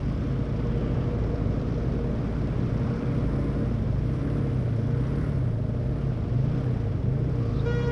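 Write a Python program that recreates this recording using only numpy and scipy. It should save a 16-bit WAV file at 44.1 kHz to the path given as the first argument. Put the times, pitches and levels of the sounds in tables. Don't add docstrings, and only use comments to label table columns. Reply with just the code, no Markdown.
import sys
import numpy as np
from scipy import signal
from scipy.fft import rfft, irfft, next_fast_len
from scipy.io import wavfile
from scipy.ndimage import uniform_filter1d

SR = 44100
rng = np.random.default_rng(int(sys.argv[2]) if len(sys.argv) > 2 else 0)


def inscribe(sig):
    pcm = np.round(np.clip(np.atleast_2d(sig).T, -1, 1) * 32767)
    wavfile.write(sys.argv[1], SR, pcm.astype(np.int16))


N = 348831
TIME = np.arange(N) / SR


def from_db(db):
    return 10 ** (np.asarray(db) / 20)


def rms_one(x):
    return x / np.sqrt(np.mean(x ** 2) + 1e-20)


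def evened(x):
    return x / np.sqrt(uniform_filter1d(uniform_filter1d(x * x, size=5000), size=4000) + 1e-12)


def in_time(rows):
    seconds, *columns = np.transpose(rows)
    return [np.interp(TIME, seconds, column) for column in columns]


def drift(hz):
    step = 40
    pole = np.exp(-2 * np.pi * hz * step / SR)
    white = rng.standard_normal(N // step + 2002)
    slow = signal.lfilter([1], [1, -2 * pole, pole * pole], white)[2000:]
    return np.interp(np.arange(N) / step, np.arange(len(slow)), rms_one(slow))


def resonate(x, modes):
    out = 0
    for k, (hz, width, db) in enumerate(modes):
        r = np.exp(-np.pi * width / SR)
        ring = signal.lfilter([1, 0, -1], [1, -2 * r * np.cos(2 * np.pi * hz / SR), r * r], x + 1e-18)
        out += (-1) ** k * from_db(db) * (1 - r * r) / 2 * ring
    return out


def cut(x, hz, kind, order=2):
    return signal.sosfilt(signal.butter(order, hz, kind, fs=SR, output="sos"), x)


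def coloured(spectrum, flicker_db):
    hz, db = np.transpose(spectrum)
    edges = 80 * 2 ** (np.arange(17) / 2)
    white, out = rng.standard_normal((2, N)), 0
    for k, (low, high) in enumerate(zip(edges, edges[1:])):
        flicker = from_db(flicker_db * drift(44))
        if high > hz[0] and low < hz[-1]:
            out += flicker * cut(white[k % 2], [low, high], "band", order=3)
    size = next_fast_len(N)
    bin_hz = np.maximum(np.fft.rfftfreq(size, 1 / SR), 1)
    shape = from_db(np.interp(np.log(bin_hz), np.log(hz), db))
    return rms_one(irfft(rfft(out, size) * shape, size)[:N])


def cycles(hz):
    return np.cumsum(hz) / SR


def puffs(turns, decay, depth):
    return rms_one(uniform_filter1d(1 + depth * np.exp(-(turns % 1) / decay), size=40))


def revving(blips, tickover_hz=19.0, throttle_lag_s=0.065):
    firing_hz, throttle = np.full(N, tickover_hz), np.zeros(N)
    for s, rise, hold, top_hz, fall, opening, *_ in blips:
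        start = max(int(s * SR), 0)
        age = TIME[start:] - s
        driven_hz = np.interp(age, [0, rise], [firing_hz[start], top_hz])
        firing_hz[start:] = np.maximum(driven_hz - fall * np.maximum(age - rise - hold, 0), tickover_hz)
        throttle[start:] = opening * (age < rise + hold)
    levels = in_time([(s + rise, *db) for s, rise, hold, top_hz, fall, opening, *db in blips])
    return firing_hz, uniform_filter1d(throttle, size=int(throttle_lag_s * SR)), *levels


def exhaust_note(firing_hz, throttle, silencer_hz=123, width_hz=59):
    # multiple of the firing rate, relative dB at open throttle, relative dB coasting.
    orders = [(1, 7.5, -1.5), (2, 4, -0.5), (3, -16.5, -1), (4, -1.5, 1), (5, 4, -6), (6, -1.5, -7),
              (7, -10, -4.5), (8, 2.5, -3.5)]
    turns, out = cycles(firing_hz), 0
    for k, open_db, coast_db in orders:
        silencer = 1 / (1 + (2 * (k * firing_hz - silencer_hz) / width_hz) ** 2)
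        gain = silencer * from_db(throttle * open_db + (1 - throttle) * coast_db + 0.9 * drift(23))
        out -= gain * np.cos(2 * np.pi * k * turns + 0.14 * drift(10))
    return np.sqrt(2) * out


def bike_ahead(firing_hz, throttle, note_db, bark_db, rasp_db, gear_db):
    # centre in Hz, width in Hz, gain in dB.
    pipe_modes = [(205.6, 20, -1), (282.5, 22, 3), (311.5, 19, -3), (346, 20, -4.5), (452, 260, -18),
                  (555, 34, -9), (610, 85, -21)]
    # frequency in Hz, relative density in dB.
    rasp_spectrum = [(700,-16),(1060,4),(1200,0.5),(1450,3.5),(1750,-1.5),(2200,-3),(2700,-26),(4000,-23.5)]
    hiss_spectrum = [(5000,-2.5),(7000,-7.5),(8800,1.5),(10500,1),(11200,-13.5),(12500,-9.5),(14000,-24)]
    full_revs_hz, gear_teeth = 35, 30
    turns, extra_hz = cycles(firing_hz), firing_hz - full_revs_hz
    thump = exhaust_note(firing_hz, throttle) * from_db(note_db)
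    firings = (np.diff(np.floor(turns), prepend=0) > 0) * from_db(3 * drift(25))
    gas = firings + 0.0079 * rng.standard_normal(N) * np.exp(-(turns % 1) / 0.2)
    bark = evened(cut(resonate(gas, pipe_modes), 700, "low", order=4))
    bark *= from_db(bark_db - 3 + extra_hz)
    mesh = from_db(gear_db + 2.9 * drift(11)) * np.sin(2 * np.pi * gear_teeth * turns)
    gear = resonate(mesh, [(1040, 50, 0)])
    rasp = coloured(hiss_spectrum, flicker_db=2.5) + from_db(20) * coloured(rasp_spectrum, flicker_db=1)
    rasp *= puffs(turns, decay=0.15, depth=0.36) * from_db(rasp_db - 1.7 + 0.6 * extra_hz)
    return thump + gear + bark + rasp


def idle_tones(turns, orders, waver_db):
    out = 0
    for k, db in orders:
        out += from_db(db + waver_db * drift(5)) * np.sin(2 * np.pi * (k * turns + rng.random()))
    return np.sqrt(2) * out


def own_engine():
    # time in seconds, firings per second.
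    idle_speed = [(0, 18.5), (2.1, 18.7), (2.8, 18.52), (5.7, 18.75), (7.9, 18.64)]
    # multiple of the firing rate, relative level in dB.
    boom_orders = [(2, -20), (3, -1), (4, -14), (6, -19.5), (7, -12.5)]
    casing_orders = [(9, -4.5), (12, 0.5), (13, -3.5), (14, -5.5), (15, -4), (17, -15), (25, -8), (31, -13),
                     (32, -14.5), (33, -13.5), (34, -16), (37, -15)]
    # time in seconds, relative level in dB.
    boom_levels = [(0, -27), (.5, -28), (1.1, -26.5), (1.35, -27), (2.22, -25), (2.35, -27), (2.65, -26.5),
                   (2.95, -33), (3.3, -26), (3.8, -29.5), (4.1, -29.5), (4.6, -32), (4.9, -28), (5.45, -30),
                   (6.0, -27.5), (6.6, -31.5), (7.1, -29.5), (7.9, -31.5)]
    casing_levels = [(0, -46), (.9, -41), (2.1, -41.5), (3.5, -43.5), (4.2, -44.5), (7.9, -44)]
    # frequency in Hz, relative density in dB.
    clatter_spectrum = [(150,-4),(230,1.5),(330,1.5),(450,1),(620,-7.5),(720,-11.5),(820,-13.5),(1100,-21.5),(1500,-23.5),(2500,-31.5),(5000,-37.5),(8000,-52)]
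    firing_hz, = in_time(idle_speed)
    boom_db, = in_time(boom_levels)
    casing_db, = in_time(casing_levels)
    turns = cycles(firing_hz * (1 + 0.0012 * drift(6.5)))
    boom = from_db(boom_db - 6) * idle_tones(turns, boom_orders, waver_db=2)
    clatter = from_db(4.5) * coloured(clatter_spectrum, flicker_db=0.15)
    clatter *= puffs(turns, decay=0.11, depth=0.43) * puffs(4 * turns, decay=0.45, depth=0.57)
    whine, buzz = gear_whine(), metal_buzz(turns)
    hum = idle_tones(turns, casing_orders, waver_db=3)
    return boom + whine + buzz + from_db(casing_db) * (clatter + hum)


def gear_whine():
    # time in seconds, pitch in Hz, relative level in dB.
    whine_curve = [(0, 476, -58), (.27, 476, -38.5), (.6, 474, -40.5), (1.05, 479, -38.5), (1.35, 477, -37),
                   (1.5, 475, -49), (2, 471, -38.5), (2.14, 472, -37), (2.27, 471, -49), (2.5, 464, -35.5),
                   (2.68, 468, -43.5), (2.82, 474, -40), (3.2, 476, -37.5), (3.68, 470, -39),
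                   (3.9, 469, -55), (4.2, 469, -39), (4.6, 468, -43.5), (4.95, 469, -36.5),
                   (5.3, 467.8, -60), (6.1, 468, -39), (6.4, 468, -44.5), (6.65, 468.8, -34),
                   (6.95, 467.4, -48.5), (7.9, 467, -34)]
    hz, db = in_time(whine_curve)
    return np.sqrt(2) * from_db(db - 5 + 1.5 * drift(3.8)) * np.sin(2 * np.pi * cycles(hz))


def metal_buzz(turns):
    # centre in Hz, width in Hz, relative gain in dB.
    metal_modes = [(5200, 270, 5.5), (8070, 130, 0.5), (10220, 170, -4.5)]
    # time in seconds, level in dB.
    buzz_levels = [(0, -81), (1.0, -82), (3.5, -74), (4.3, -84.5), (7.9, -78)]
    db, = in_time(buzz_levels)
    shaking = rng.standard_normal(N) * puffs(turns, decay=0.25, depth=5)
    return from_db(db) * rms_one(resonate(shaking, metal_modes))


def bike_beside():
    # start, rise and hold in seconds, top firing rate in Hz,
    # fall in Hz per second, throttle opening from 0 to 1, gain of the note in dB.
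    blips = [(-.1,0.088,.28,26.5,10.3,0.2,-34.5), (.3,.5,.15,33.6,16.2,0.75,-34.5),
             (1.9,.48,.2,37.5,14,0.2,-34), (3.85,0.31,.02,30,7,0.44,-39), (5.9,0.3,.1,31.4,5.23,0.39,-41)]
    firing_hz, throttle, note_db = revving(blips)
    return exhaust_note(firing_hz, throttle) * from_db(note_db)


def queue():
    # centre in Hz, width in Hz, relative gain in dB.
    exhaust_modes = [(78.3, 37, -4), (100, 79, -10.5), (167, 46, -6)]
    # time in seconds, level in dB.
    burble_levels = [(0, -37), (1.2, -35.5), (1.8, -37.5), (2.7, -33), (3.4, -36), (5.7, -38.5),
                     (6.6, -37.5), (7.9, -36.5)]
    db, = in_time(burble_levels)
    rumble = from_db(-46) * rms_one(cut(rng.standard_normal(N), [24, 56], "band"))
    burble = cut(resonate(rng.standard_normal(N), exhaust_modes), [62, 260], "band", order=3)
    return rumble + from_db(db) * evened(burble)


def bubbles(per_s, low_hz, high_hz, q, spread_db, pitches=24):
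    clumping = from_db(2.8 * drift(7))
    births = np.flatnonzero(rng.random(N) < per_s * clumping / SR)
    chance, sign, pitch = rng.random((len(births), 3)).T
    strength = from_db(spread_db * np.minimum(-np.log(chance), 4)) * np.sign(sign - 0.5)
    out = 0
    for k, hz in enumerate(np.geomspace(low_hz, high_hz, pitches)):
        clicks = np.bincount(births, strength * ((pitch * pitches).astype(int) == k), N)
        out += resonate(clicks, [(hz, hz / q, 0)]) * (low_hz / hz) ** 1.7
    return rms_one(cut(out, 6000, "low", order=6))


def churned_water(firing_hz, cruise_hz=34):
    # time in seconds, gain of slosh and of spray in dB.
    water_levels = [(0, -47.5, -59), (.9, -44.5, -60.5), (1.5, -45.5, -60.5), (2.1, -48, -61.5),
                    (2.8, -43.5, -58.5), (3.5, -46.5, -61), (4.6, -51, -60.5), (5.1, -47, -60.5),
                    (5.55, -57, -66), (6.0, -51, -63), (6.55, -48, -59), (7.1, -50, -64.5),
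                    (7.55, -47.5, -60)]
    # frequency in Hz, relative density in dB.
    slosh_spectrum = [(200,-13),(400,13.5),(620,-22.5),(800,-2),(1100,9),(1450,4.5),(1800,-2),(2300,-0.5),(2800,-21.5),(4000,-39.5)]
    spray_spectrum = [(1800,-10),(2600,1.5),(3300,1),(4100,-6),(5400,-4.5),(6000,-9),(6800,-17),(8500,-21),(10300,-27.5),(11300,-28.5),(14000,-33.5)]
    slosh_db, spray_db = in_time(water_levels)
    churn = from_db(0.09 * (firing_hz - cruise_hz))
    slosh = from_db(-3.5) * coloured(slosh_spectrum, flicker_db=1)
    gurgle = from_db(-9.5) * cut(bubbles(260, 700, 2600, q=49, spread_db=4), 2600, "low")
    spray = coloured(spray_spectrum, flicker_db=1.5) * puffs(cycles(firing_hz), decay=0.3, depth=0.89)
    droplets = from_db(-9) * bubbles(600, 2400, 5800, q=16, spread_db=1.5)
    return churn * (from_db(slosh_db) * (slosh + gurgle) + from_db(spray_db) * (spray + droplets))


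def water_slaps(attack_s=0.002, decay_s=0.007):
    # start in seconds, relative level in dB.
    slaps = [(0.0294, -53), (0.3094, -54), (0.4994, -56), (0.5605, -53), (0.597, -50), (0.6668, -50),
             (0.772, -50), (1.2365, -47), (1.356, -47), (1.5248, -48), (1.5943, -47), (1.7029, -51),
             (1.7404, -48), (1.7794, -52), (1.9204, -48), (2.4137, -51), (2.6623, -55), (2.774, -46),
             (2.9374, -48), (3.143, -50), (3.4793, -52), (3.7388, -53), (4.1319, -48), (5.0695, -53),
             (7.4264, -51)]
    # frequency in Hz, relative density in dB.
    spit_spectrum = [(900, -10), (1800, -1.5), (3400, 6), (5500, 8), (7000, -12), (10000, -22),
                     (11500, -30.5)]
    envelope = np.zeros(N)
    for start, db in slaps:
        age = np.maximum(TIME - start, 0)
        envelope += from_db(db - 5.5) * np.minimum(age / attack_s, 1) * np.exp(-age / decay_s)
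    return envelope * coloured(spit_spectrum, flicker_db=0.5)


def gushes():
    # time of the peak in seconds, centre and width in Hz, spread in seconds, level in dB.
    splashes = [(0.062, 4870, 400, .08, -68), (.3, 3200, 800, 0.15, -65), (.85, 2960, 700, 0.23, -61),
                (1.75, 5564, 1000, .1, -70), (2.969, 1355, 220, 0.064, -54), (6.504, 1240, 111, 0.036, -65),
                (7.45, 1160, 130, 0.045, -51.5), (7.521, 4516, 1390, 0.14, -64.5),
                (7.594, 1241, 200.3, 0.066, -50.5), (7.58, 3860, 900, 0.033, -59),
                (7.6, 3700, 300, 0.0079, -52), (7.72, 1603, 300, 0.048, -68), (7.825, 1130, 220, .05, -49)]
    out = 0
    for peak_s, hz, width, spread_s, db in splashes:
        gush = rms_one(cut(rng.standard_normal(N), [hz - width / 2, hz + width / 2], "band"))
        out += gush * from_db(db) * np.exp(-0.5 * ((TIME - peak_s) / spread_s) ** 2)
    return out


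def horn(start_s=7.653, pitch_hz=476.9, attack_s=0.011):
    # multiple of the pitch, relative level in dB.
    partials = [(1,2.5),(2,-12.5),(3,-9.5),(4,-15),(5,-19.5),(6,-23.5),(7,-22.5),(8,-27),(9,-29.5),(10,-30),(11,-30.5),(12,-31.5),(13,-37),(14,-40),(15,-43),(16,-48),(17,-57)]
    age = np.maximum(TIME - start_s, 0)
    hz = pitch_hz - 4.1 * np.exp(-age / 0.013)
    turns = cycles(hz * (1 + 0.00209 * drift(38)))
    echo_lag_s = 0.00123 + 0.00315 * age
    out = 0
    for k, db in partials:
        phase = 2 * np.pi * (k * turns + rng.random())
        bounce = 0.65 * (1 - 1 / k ** 2)
        echo = bounce * np.sin(phase - 2 * np.pi * k * hz * echo_lag_s)
        out += from_db(db + 0.49 * drift(9.4)) * (np.sin(phase) + echo)
    return np.sqrt(2) * from_db(-35.5) * np.minimum(age / attack_s, 1) * out


def scene():
    # start, rise and hold in seconds, top firing rate in Hz,
    # fall in Hz per second, opening from 0 to 1, then relative dB of note, bark, rasp and gears.
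    blips_ahead = [(-.09,.11,0.28,34,32.4,0.6,-34.5,-38,-76,-59),
                   (.53,0.34,0.031,30.8,14,0.5,-33.5,-34.5,-81,-56.5),
                   (1.38,0.86,.02,36.3,15.5,0.27,-33.5,-41,-79,-57.5),
                   (2.72,0.56,.33,34.2,46.5,.45,-30.5,-29.5,-71.5,-52.5),
                   (3.86,.42,0.021,36.8,18.8,0.62,-29.5,-32,-71,-63),
                   (4.83,.4,0.021,37.2,32.7,0.53,-27.5,-35.5,-69,-67),
                   (5.6,.41,.02,35,45,0.21,-31,-44,-75.5,-62),
                   (6.31,0.29,0.027,33,27.4,1,-28.5,-36.5,-74,-62.5),
                   (7.02,0.27,0.021,32.6,29.7,.85,-28.5,-33.5,-75.5,-59.5),
                   (7.54,0.37,0.011,33.4,28.2,0.53,-29,-43.5,-72.5,-65)]
    firing_hz, throttle, *levels = revving(blips_ahead)
    engines = own_engine() + bike_ahead(firing_hz, throttle, *levels) + bike_beside() + queue()
    water = churned_water(firing_hz) + gushes() + water_slaps()
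    fade_in = np.minimum(TIME / 0.004, 1)
    return ((engines + water + horn()) * fade_in)[None]


def record(dry, saturation=0.21):
    rounded = saturation * np.tanh(cut(dry, 11, "high") / saturation)
    return cut(from_db(1) * rounded, 13800, "low", order=14)


dry = scene()
out = record(dry)
inscribe(out)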